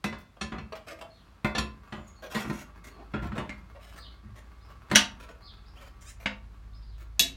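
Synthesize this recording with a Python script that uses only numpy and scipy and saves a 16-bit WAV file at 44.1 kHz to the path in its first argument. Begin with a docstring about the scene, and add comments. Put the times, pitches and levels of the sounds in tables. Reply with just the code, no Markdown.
"""Levering a tyre off its rim

In a small stone workshop, the lever of a manual tyre changer rings and knocks in its loose frame.
Stretched rubber creaks, steel squeaks, and the bead snaps over the alloy rim. The tyre iron taps the
wheel and is put down with a clink. Shoes scuff in between; outside, birds chirp and a far engine hums."""
import sys
import numpy as np
from scipy import signal
from scipy.fft import rfft, irfft
from scipy.io import wavfile
from scipy.ndimage import uniform_filter1d

SR = 44100
rng = np.random.default_rng(int(sys.argv[2]) if len(sys.argv) > 2 else 0)


def master(y):
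    """Save y as 16-bit WAV."""
    cut = np.clip(np.atleast_2d(y).T, -1, 1)
    pcm = np.round(cut * 32767)  # scale
    wavfile.write(sys.argv[1], SR, pcm.astype(np.int16))


N = 324708
TIME = np.arange(N) / SR


def undb(db):
    """Decibels to gain."""
    return 10 ** (np.asarray(db) / 20)


def unit(x):
    """Scale to rms 1."""
    return x / np.sqrt(np.mean(x ** 2) + 1e-20)


def add(out, start_s, x):
    """Mix a sound in at its cue."""
    i = max(int(start_s * SR), 0)
    out[i:i + len(x)] += x[:N - i]


def decay(t, t60):
    """An envelope that falls 60 dB in t60 seconds."""
    return np.exp(-np.log(1000) * t / t60)


def drift(rate_hz, size=N):
    """Smooth random modulation with a spread near 1."""
    hold = max(int(SR / rate_hz), 1)
    steps = np.repeat(rng.standard_normal(size // hold + 1), hold)
    return unit(uniform_filter1d(uniform_filter1d(steps, hold), hold))[:size]


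def curve_at(points, hz):
    """Read (f/Hz, value) points on a log-frequency axis."""
    f, value = np.transpose(points)
    return np.interp(np.log(np.maximum(hz, 1)), np.log(f), value)


def eq(x, points, size=4096):
    """Minimum-phase EQ through (f/Hz, gain/dB) points."""
    cepstrum = irfft(np.log(undb(curve_at(points, np.fft.rfftfreq(size, 1 / SR)))))
    cepstrum[1:size // 2] *= 2
    cepstrum[size // 2 + 1:] = 0
    return signal.fftconvolve(x, irfft(np.exp(rfft(cepstrum))))[:len(x)]


def balance_bands(x, edges, balance_db, level_db, tilt_db, span_s, size=8192):
    """EQ a sound's opening towards a band balance, raised by level_db and tilted by tilt_db an octave."""
    octave = np.log2(np.multiply(edges[:-1], edges[1:])) / 2
    target_db = level_db + np.asarray(balance_db) + tilt_db * (octave - np.median(octave))
    span, hz = int(span_s * SR), np.fft.rfftfreq(size, 1 / SR)
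    bands = list(zip(edges, edges[1:]))
    plateaus = np.ravel([(1.2 * lo, hi / 1.2) for lo, hi in bands])
    fade = np.minimum(1, np.linspace(10, 0, span))
    for _ in range(2):
        power = 2 * np.abs(rfft(x[:span] * fade, size)) ** 2 / (size * span)
        band_db = [10 * np.log10(power[(hz >= lo) & (hz < hi)].sum() + 1e-20) for lo, hi in bands]
        x = eq(x, np.column_stack([plateaus, np.repeat(target_db - band_db, 2)]))
    return x


def grit(per_s, spread_db, size):
    """Random clicks, a few of them much larger than the rest."""
    clicks = (rng.random(size) < per_s / SR) * rng.choice([-1, 1], size)
    return clicks * undb(spread_db * np.minimum(rng.exponential(size=size), 4))


def contact_colour(x, count=70, spread_db=3.5):
    """Each contact point favours some of the broad, quickly damped resonances."""
    hz = np.geomspace(400, 15000, count)
    return eq(x, np.column_stack([hz, spread_db * rng.standard_normal(count)]))


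def struck_spot(x, spot_hz, lift_db=6, octaves=0.49):
    """The point of contact lifts its own register."""
    span = 2 ** octaves
    return eq(x, [(spot_hz / span, 0), (spot_hz, lift_db), (spot_hz * span, 0)])


# Reverb time of the workshop: f/Hz, t60/s
ROOM_DECAY = [(70, 0.56), (200, 0.49), (600, 0.34), (2000, 0.28), (5000, .23), (14000, 0.16)]

def diffuse_tail(patchy_db=4, size=24000, bands=9):
    """Diffuse ringing of the steel and the stone room, in many narrow peaks; the treble dies first."""
    t = np.arange(size) / SR
    octave = np.log2(np.fft.rfftfreq(size, 1 / SR) / 50 + 1e-9)  # above 50 Hz
    peaks = undb(patchy_db * unit(uniform_filter1d(rng.standard_normal(len(octave)), 24)))
    spectrum = unit(peaks) * rfft(rng.standard_normal(size))
    out = np.zeros(size)
    for k in range(bands):
        band = np.maximum(0, 1 - np.abs(np.clip(octave, 0, bands - 1) - k))
        out += irfft(spectrum * band) * decay(t, curve_at(ROOM_DECAY, 50 * 2 ** k))
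    return out


def in_room(x, wet_db):
    """A sound with its reflections from the walls."""
    walls = diffuse_tail()
    return x + undb(wet_db) * signal.fftconvolve(x, walls / np.linalg.norm(walls))[:len(x)]


# EQ of the outdoor bed: f/Hz, gain/dB
AIR_EQ = [(20, -24), (40, -14), (70, 12), (120, -7), (200, -2.5), (450, -15.5), (750, -15.5), (1100, -15.5),
          (1700, -18.5), (3000, -24.5), (4200, -25), (6000, -31), (15000, -41.5)]

def outdoor_air(level_db=-58.5):
    """A soft, nearly steady bed of outdoor noise."""
    swell_db = .8 * drift(7)
    return unit(eq(rng.standard_normal(N), AIR_EQ)) * undb(level_db + swell_db)


def drone(pitch_hz=39, sag_hz_per_s=.7, level_db=-55, peak_s=6.7, width_s=2.2):
    """A deep far-off tone swells and fades as its pitch sags."""
    from_peak = TIME - peak_s
    phase = 2 * np.pi * np.cumsum(pitch_hz - sag_hz_per_s * from_peak) / SR
    swell = np.exp(-(from_peak / width_s) ** 2)
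    return undb(level_db + 1.2 * drift(5.4)) * swell * np.sqrt(2) * np.sin(phase)


# The engine picks up and draws nearer: t/s, firing rate/Hz, level/dB
ENGINE_MOVES = [(0, 50.3, -66), (2.8, 52.7, -54), (4.6, 56.5, -49), (5.7, 54.02, -53), (6.9, 53.7, -43.5),
                (7.36, 54.5, -47.5)]

def distant_engine(rumble_db=-60, rumble_follow=0.5):
    """Only the firing tone, its octave and some rumble carry indoors."""
    times, rates, levels = np.transpose(ENGINE_MOVES)
    hz, db = np.interp(TIME, times, rates), np.interp(TIME, times, levels)
    phase = 2 * np.pi * np.cumsum(hz * (1 + 0.0077 * drift(4.3))) / SR
    octave = undb(-16 + 1.5 * drift(3)) * np.sin(2 * phase)
    tone = np.sqrt(2) * (np.sin(phase) + octave)
    rumble_eq = [(20, -37.5), (30, -18.5), (39, -7), (80, -2), (120, -10.5), (200, -26), (600, -58),
                 (3000, -82.5)]
    rumble = unit(eq(rng.standard_normal(N), rumble_eq))
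    rumble *= undb(rumble_db + rumble_follow * (db - db.mean()))
    return undb(db + 1.5 * drift(11)) * tone + rumble


def bird_calls(cues, semitones, trill_depth, trill_hz=110):
    """Trilled whistles of one kind, gliding through a start, a turn and an end pitch."""
    out = np.zeros(N)
    for start_s, length_s, pitch_hz, db in cues:
        progress = np.linspace(0, 1, int(length_s * SR))
        trill = np.sin(2 * np.pi * trill_hz * length_s * progress) + .5 * drift(450, len(progress))
        glide = 2 ** (np.interp(progress, [0, 0.38, 1], semitones) / 12)
        hz = pitch_hz * glide * (1 + trill_depth * trill)
        envelope = np.sqrt(2 * np.abs(np.sin(np.pi * progress)))
        add(out, start_s, undb(db) * envelope * np.sin(2 * np.pi * np.cumsum(hz) / SR))
    return out


# Bird cues, three kinds of call: t/s, length/s, f/Hz, relative level/dB
ARCHED_CHIRPS = [(1.13, 0.088, 4170, -64.5), (3.975, 0.096, 4450, -49), (5.415, .1, 4600, -50),
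                 (6.86, 0.094, 4550, -65)]
RISING_CALLS = [(4.6, .06, 4920, -63.5), (5.651, 0.036, 4910, -57.5), (6.727, 0.049, 4860, -60),
                (6.816, 0.028, 4560, -61)]
THIN_WHISTLES = [(1.098, .03, 4320, -55.5), (1.839, 0.3, 7110, -71.5), (2.068, 0.017, 6760, -53),
                 (2.15, 0.077, 4320, -61), (2.878, 0.097, 4350, -65)]

def birds(echo_t60=0.42, direct_db=-9, trim_db=-2):
    """Small birds call outside, smeared by the walls."""
    calls = bird_calls(ARCHED_CHIRPS, [-1.4, .3, -7], trill_depth=0.0775, trill_hz=128.8)
    calls += bird_calls(RISING_CALLS, [-7.3, 0, 2.1], trill_depth=.025)
    calls += bird_calls(THIN_WHISTLES, [.2, 0, -0.3], trill_depth=0.021)
    echo = rng.standard_normal(SR) * decay(TIME[:SR], echo_t60)
    wet = signal.fftconvolve(calls, echo / np.linalg.norm(echo))[:N]
    return undb(trim_db) * (undb(direct_db) * calls + wet)


def handling(level_db=-59, strain_from_s=1.72, strain_to_s=5.03, rise_db_per_s=8, fall_db_per_s=4):
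    """Clothes, hands and rubber tick and rustle, loudest while the bead is under strain."""
    ticks = sum(contact_colour(grit(per_s=24, spread_db=3.5, size=N)) for _ in range(4))
    rustle_eq = [(60, -6.5), (180, 5), (400, -1), (650, 0), (1000, 9), (2200, -4.5), (4000, -17),
                 (8000, -26.5), (15000, -26.5)]
    rustle = eq(in_room(ticks, wet_db=6), rustle_eq)
    fade_in_db = rise_db_per_s * np.minimum(TIME - strain_from_s, 0)
    fade_out_db = fall_db_per_s * np.minimum(strain_to_s - TIME, 0)
    return unit(rustle) * undb(level_db + fade_in_db + fade_out_db)


# Band edges of rub, scrape and grit: f/Hz; their balance: level/dB
SCUFF_BANDS = [350, 1400, 5000, 15000]
SCUFF_MIX = [0.5, 0, -8]
# Scuff cues: t/s, length/s, level/dB, grittiness/(dB per octave), register/Hz
SCUFF_CUES = [(0.183, 0.047, -63, 1.5, 450), (0.368, 0.0078, -62, -4.5, 620),
              (0.722, 0.016, -46.5, -4, 620), (0.751, .028, -51.5, -0.5, 700),
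              (0.864, 0.094, -49, -0.7, 640), (0.988, .012, -56.5, -1.5, 620), (1.01, 0.02, -48, -1.5, 640),
              (2.076, 0.014, -73, 11.5, 7100), (2.22, 0.065, -49.5, -2, 553), (2.296, 0.18, -46, 0.8, 1200),
              (2.454, 0.23, -54, 2.4, 1200), (2.839, 0.064, -54, 1.5, 1900), (2.959, 0.089, -65.5, -6, 900),
              (3.219, 0.072, -55, -1.5, 800), (3.35, 0.03, -49, -4, 1400), (3.747, 0.029, -62, -5, 640),
              (3.801, 0.19, -61, 1.2, 1000), (3.958, .04, -53.5, .5, 1570), (4.355, .05, -58.5, 0.2, 2100),
              (4.686, .056, -65, -0.5, 1500), (5.197, 0.069, -55.5, -0.4, 1410),
              (5.286, 0.042, -55.5, -2, 1390), (5.747, 0.18, -60, -0.5, 1200),
              (6.005, 0.15, -60.5, 6, 6340), (6.199, .055, -57.5, 0.5, 2100),
              (6.979, 0.077, -63.5, 0.9, 1200)]

def scuffs(attack_share=0.088, release_s=0.0017, catch_s=.004, size=14000):
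    """Shoes on concrete and rubber on the rim catch, then slide over fine grains in uneven surges."""
    out, t = np.zeros(N), np.arange(size) / SR
    sole_eq = [(80, -24), (250, -4), (400, -2), (480, -3), (640, 4.5), (850, -6.5), (1600, -4),
               (2600, -6.5), (5000, -15), (9000, -23), (15000, -25.5)]
    for start_s, length_s, db, tilt_db, spot_hz in SCUFF_CUES:
        attack = 1 - np.exp(-t / (attack_share * length_s))
        catch = 1 + 1.2 * np.exp(-t / catch_s)
        release = np.exp(-np.maximum(t - 0.77 * length_s, 0) / release_s)
        grains = grit(per_s=3500, spread_db=3, size=size)
        surges = undb(2.5 * drift(90, size))
        slide = in_room(grains * attack * catch * release * surges, wet_db=-2.5)
        scuff = struck_spot(eq(contact_colour(slide), sole_eq), spot_hz)
        add(out, start_s, balance_bands(scuff, SCUFF_BANDS, SCUFF_MIX, db, tilt_db, length_s))
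    return out


def bead_creaks(from_s=2.5, to_s=4.9, per_s=8.2, centre_hz=1340, floor_db=-69.5, length_s=0.028):
    """The stretched bead sticks and slips on the rim in brief, rough, gliding tones."""
    out, progress = np.zeros(N), np.linspace(0, 1, int(length_s * SR))
    for when, pitch, strength, bend in rng.random((int(per_s * (to_s - from_s)), 4)):
        octaves = 0.84 * (2 * pitch - 1) + 0.28 * (2 * bend - 1) * progress
        roughness = 1 + .09 * drift(900, len(progress))
        phase = 2 * np.pi * np.cumsum(centre_hz * 2 ** octaves * roughness) / SR
        db = floor_db - 3.5 * np.log(1 - strength * .95)  # most are faint, a few stand out
        add(out, from_s + when * (to_s - from_s), undb(db) * np.sin(np.pi * progress) * np.sin(phase))
    return in_room(out, wet_db=0)


# Squeak cues: t/s, length/s, start f/Hz, end f/Hz, level/dB, overtone slope/(dB per octave)
SQUEAK_CUES = [(3.495, .035, 2100, 2150, -42, -22), (5.76, .04, 2450, 3600, -56, -14),
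               (5.805, .04, 1500, 850, -55, -8), (6.06, .055, 1190, 1400, -61, 1)]

def steel_squeaks():
    """Steel sticks and slips on the rim: gliding tones with overtones, heard in the room."""
    out, harmonic = np.zeros(N), np.arange(1, 8)[:, None]
    for start_s, length_s, start_hz, end_hz, db, slope_db in SQUEAK_CUES:
        progress = np.linspace(0, 1, int(length_s * SR))
        hz = (start_hz + (end_hz - start_hz) * progress) * (1 + .008 * drift(400, len(progress)))
        phase = 2 * np.pi * np.cumsum(hz) / SR
        tone = np.sum(undb(slope_db * np.log2(harmonic)) * np.sin(harmonic * phase), axis=0)
        envelope = np.sqrt(np.abs(np.sin(np.pi * progress)))
        add(out, start_s, undb(db) * envelope * tone)
    return in_room(out, wet_db=-6.5)


def ringing(modes, t):
    """An object's lasting modes; each hit excites and detunes them a little differently."""
    hz, db, t60 = np.transpose(modes)[:, :, None]
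    detune, excitation, phase = rng.standard_normal((3, len(hz), 1))
    partials = np.sin(2 * np.pi * (hz * (1 + 0.00067 * detune) * t + phase))
    return unit(np.sum(undb(db + 0.5 * excitation) * partials * decay(t, t60), axis=0))


# Band edges of boom, thud, knock, clank and edge: f/Hz
HIT_BANDS = [50, 140, 400, 1400, 3100, 15000]

def metal_hits(cues, mix_db, body_eq, modes, crack_db, crack_s, ring_db, brisk_contact_s=0.0029):
    """Struck metal: a crack at the contact, a dense fading body and a lasting ring."""
    out = np.zeros(N)
    for start_s, db, tilt_db, contact_s, lowpass_hz, spot_hz in cues:
        tail = diffuse_tail()
        t = np.arange(len(tail)) / SR
        crack = undb(crack_db) * np.exp(-t / crack_s) * rng.standard_normal(len(t))
        body = unit(eq(contact_colour(tail + crack), body_eq))
        # a long contact builds up slowly and damps the ring
        attack = 1 - np.exp(-t / contact_s)
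        damping_db = 1.83 * np.log2(contact_s / brisk_contact_s)
        ring = undb(ring_db - damping_db) * ringing(modes, t)
        hit = balance_bands(attack * (body + ring), HIT_BANDS, mix_db, db, tilt_db, span_s=.04)
        lowpass = signal.butter(2, lowpass_hz, fs=SR, output="sos")
        add(out, start_s, signal.sosfilt(lowpass, struck_spot(hit, spot_hz)))
    return out


# Iron cue: t/s, level/dB, hardness/(dB per octave), contact/s, low-pass/Hz, register/Hz
IRON_CUES = [(7.194, -43.5, -0.5, 0.00069, 14100, 3660)]
# Its balance, boom to edge: level/dB; body: f/Hz, gain/dB; ring: f/Hz, level/dB, t60/s
IRON_MIX = [-26, 0.5, 0, 15.5, 23.5]
IRON_EQ = [(60, -18.5), (170, -3), (240, -19), (330, -15.5), (470, -11.5), (700, -2), (1150, -12),
           (1900, -7), (2250, -8), (2750, 4), (3150, -7), (3850, -1), (4500, -5.5), (6400, -3),
           (10000, -10.5), (15000, -16)]
IRON_RING = [(1906, -14, .24), (2660, -10, .2), (2751, -9, .18), (2837, -7, .16), (3412, 3, .19),
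             (3740, 5, .05), (3830, 0, .16), (3856, 1, .23), (5261, -8, .15), (5362, 0, .19),
             (5438, -9, .17), (6282, -6, .19), (7600, -6, .12), (7790, -6, .17), (9539, -9, .13),
             (9975, -10, .12), (11203, -13, .15), (12810, -17, .13), (14730, -16, .13)]

def iron_clink():
    """The tyre iron is put down and its high modes ring in a bright clink."""
    return metal_hits(IRON_CUES, IRON_MIX, IRON_EQ, IRON_RING, crack_db=10.5, crack_s=.0024, ring_db=-8.5)


# Lever cues: t/s, level/dB, hardness/(dB per octave), contact/s, low-pass/Hz, register/Hz
LEVER_CUES = [(0.41, -40.5, 0.3, 0.0031, 8800, 171), (0.582, -48.5, -2, 0.0014, 6000, 2500),
              (1.549, -38, 1.5, 0.0036, 3680, 860), (1.581, -36, 0.8, 0.0017, 16000, 364)]
# Its balance, boom to edge: level/dB; body: f/Hz, gain/dB; ring: f/Hz, level/dB, t60/s
LEVER_MIX = [-2.6, 0.66, -0.26, 0.22, -0.13]
LEVER_EQ = [(24, -43), (42, -27), (62, 8), (90, -5.5), (211, -6), (676, -8), (765, -16), (845, -20),
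            (1000, -3.5), (1570, -14), (2220, -17), (2520, -11), (3830, -19.5), (4230, -10.5), (4680, -21),
            (9840, -29), (15000, -41)]
LEVER_RING = [(148, 3.5, 0.18), (215.5, 6, 0.42), (357, -4.5, 0.31), (777, 2.5, 0.19), (1028, -2, 0.55),
              (1154, 8, 0.1), (1386, 3, 0.12), (1620, -11, 0.29), (1758, -1, 0.13), (1737, 0.5, 0.28),
              (2030, -7, 0.15), (2265, -5, 0.28), (2655, -2, 0.3), (3190, -7, 0.26), (3480, -15, 0.28),
              (3500, 3, 0.063), (3740, -16, 0.37), (4460, -21, 0.26), (4450, -25, 0.17), (5150, -25, 0.16),
              (5530, -9, .23), (5900, -1.5, 0.086), (6850, -10, 0.2), (7700, -37, 0.15)]

def lever_clanks():
    """The lever bar itself is struck and rings."""
    return metal_hits(LEVER_CUES, LEVER_MIX, LEVER_EQ, LEVER_RING, crack_db=6, crack_s=.007, ring_db=-1)


# Frame cues: t/s, level/dB, hardness/(dB per octave), contact/s, low-pass/Hz, register/Hz
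FRAME_CUES = [(0.041, -36.5, 2, .00084, 14000, 193), (0.125, -47.5, 0.9, 0.0022, 5950, 1160),
              (0.519, -43.5, 0, 0.0041, 7100, 170), (1.446, -32.5, 0.07, .0002, 15000, 2280),
              (1.923, -44.5, 0.46, 0.0031, 9000, 3000), (1.98, -56, -3, .0003, 6000, 700),
              (2.346, -36, 1.97, 0.0059, 15000, 200), (2.445, -45.5, -1, 0.0043, 11900, 260),
              (2.498, -41.5, -0.1, 0.00094, 7960, 1380), (3.136, -38, -.5, .0044, 5400, 483),
              (3.222, -45.5, -1.7, .0076, 12000, 109), (3.318, -46, -1, .0029, 5000, 232),
              (3.378, -39, 0.1, 0.003, 11800, 716), (4.235, -71.5, -7, 0.0056, 3000, 206),
              (4.913, -32.5, 1, .0012, 15000, 240)]
# Its balance, boom to edge: level/dB; body: f/Hz, gain/dB; ring: f/Hz, level/dB, t60/s
FRAME_MIX = [-0.5, 4, 0, -2.5, -11.5]
FRAME_EQ = [(24, -37.5), (42, -20), (62, -5.5), (90, -13.5), (206, -5), (277, -8.5), (597, -15),
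            (676, -22.5), (765, -6.5), (845, -15), (1000, -9.5), (1920, -5), (2640, -12), (2990, -15.5),
            (4230, -16.5), (4680, -22.5), (15000, -35.5)]
FRAME_RING = [(140, -0.5, 0.13), (211.74, 4.5, 0.31), (224.3, -4, 0.32), (302, -5, 0.22),
              (343.6, -2.5, 0.29), (398, -7, 0.28), (548, -9, 0.36), (607, -4.5, 0.38), (695, -11.5, 0.41),
              (758, -2.5, 0.12), (924, -9.5, 0.49), (1026, -4, 0.31), (1320, -11, 0.041), (1440, -10, 0.5),
              (1570, -15.5, 0.21), (1860, -5, 0.14), (2036, -10, 0.57), (2340, -9, 0.28),
              (2480, -18.5, 0.3), (2600, -6.5, 0.37), (3250, -9.5, 0.097), (3500, -10.5, 0.46),
              (4020, -23, 0.24), (4450, -25, 0.49), (5000, -24.5, 0.17)]

def frame_knocks():
    """The lever knocks in its loose frame, which answers with a low thud."""
    return metal_hits(FRAME_CUES, FRAME_MIX, FRAME_EQ, FRAME_RING, crack_db=7, crack_s=.0047, ring_db=-6)


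# Rim cues: t/s, level/dB, hardness/(dB per octave), contact/s, low-pass/Hz, register/Hz
RIM_CUES = [(3.493, -49.5, -3.5, .0003, 9000, 1950), (4.899, -56, -3, 0.0011, 12000, 228),
            (4.951, -40, 1.4, 0.00024, 9000, 3200), (4.957, -28.5, 2, .00035, 15050, 1756),
            (6.2585, -38, -0.95, 0.00033, 3560, 2150)]
# Its balance, boom to edge: level/dB; body: f/Hz, gain/dB; ring: f/Hz, level/dB, t60/s
RIM_MIX = [-12, -1, -.5, 7, 6]
RIM_EQ = [(30, -36), (62, -14), (100, -15), (173, -14.5), (192, -4), (253, -11), (394, -24), (438, -29.5),
          (576, -13), (1040, -16.5), (1660, -5), (1840, -7), (3050, -6), (5070, -14.5), (6530, -11.5),
          (15500, -35)]
RIM_RING = [(204, 3, .36), (260, -2, .25), (590, -8, .2), (908, -9, .4), (1500, -4, .2), (1543, 1, .2),
            (1693, 0, .18), (1738, -5, .2), (1947, -5, .2), (2052, -1, .18), (2095, -2, .22),
            (2186, -3, .22), (2242, -5, .28), (2304, -5, .2), (2427, -6, .2), (2654, -3, .25),
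            (2885, -3, .2), (2968, 0, .2), (3208, 0, .2), (3517, -2, .18), (4086, -7, .18), (4538, -8, .2),
            (4730, -7, .2), (5355, -7, .2), (5927, -18, .2), (6412, 0, .08), (6642, -7, .16),
            (10020, -10, .13)]

def rim_strikes():
    """The snapping bead and the tyre iron strike the alloy rim and set it ringing."""
    return metal_hits(RIM_CUES, RIM_MIX, RIM_EQ, RIM_RING, crack_db=6.5, crack_s=.0079, ring_db=-10.5)


def scene():
    """Mono mix of metal hits over friction sounds and the quiet outdoors."""
    metal = frame_knocks() + lever_clanks() + rim_strikes() + iron_clink()
    friction = scuffs() + steel_squeaks() + bead_creaks() + handling()
    outdoors = birds() + distant_engine() + drone() + outdoor_air()
    return (metal + friction + outdoors)[None]


def record(dry):
    """A small microphone loses the deepest bass, rounds the loudest peaks and cuts the very top."""
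    low_cut_hz, high_cut_hz, ceiling = 32, 16100, .8
    lean = signal.sosfilt(signal.butter(4, low_cut_hz, "high", fs=SR, output="sos"), dry)
    rounded = ceiling * np.tanh(lean / ceiling)
    return signal.sosfilt(signal.ellip(8, .2, 70, high_cut_hz, fs=SR, output="sos"), rounded)


dry = scene()
out = record(dry)
master(out)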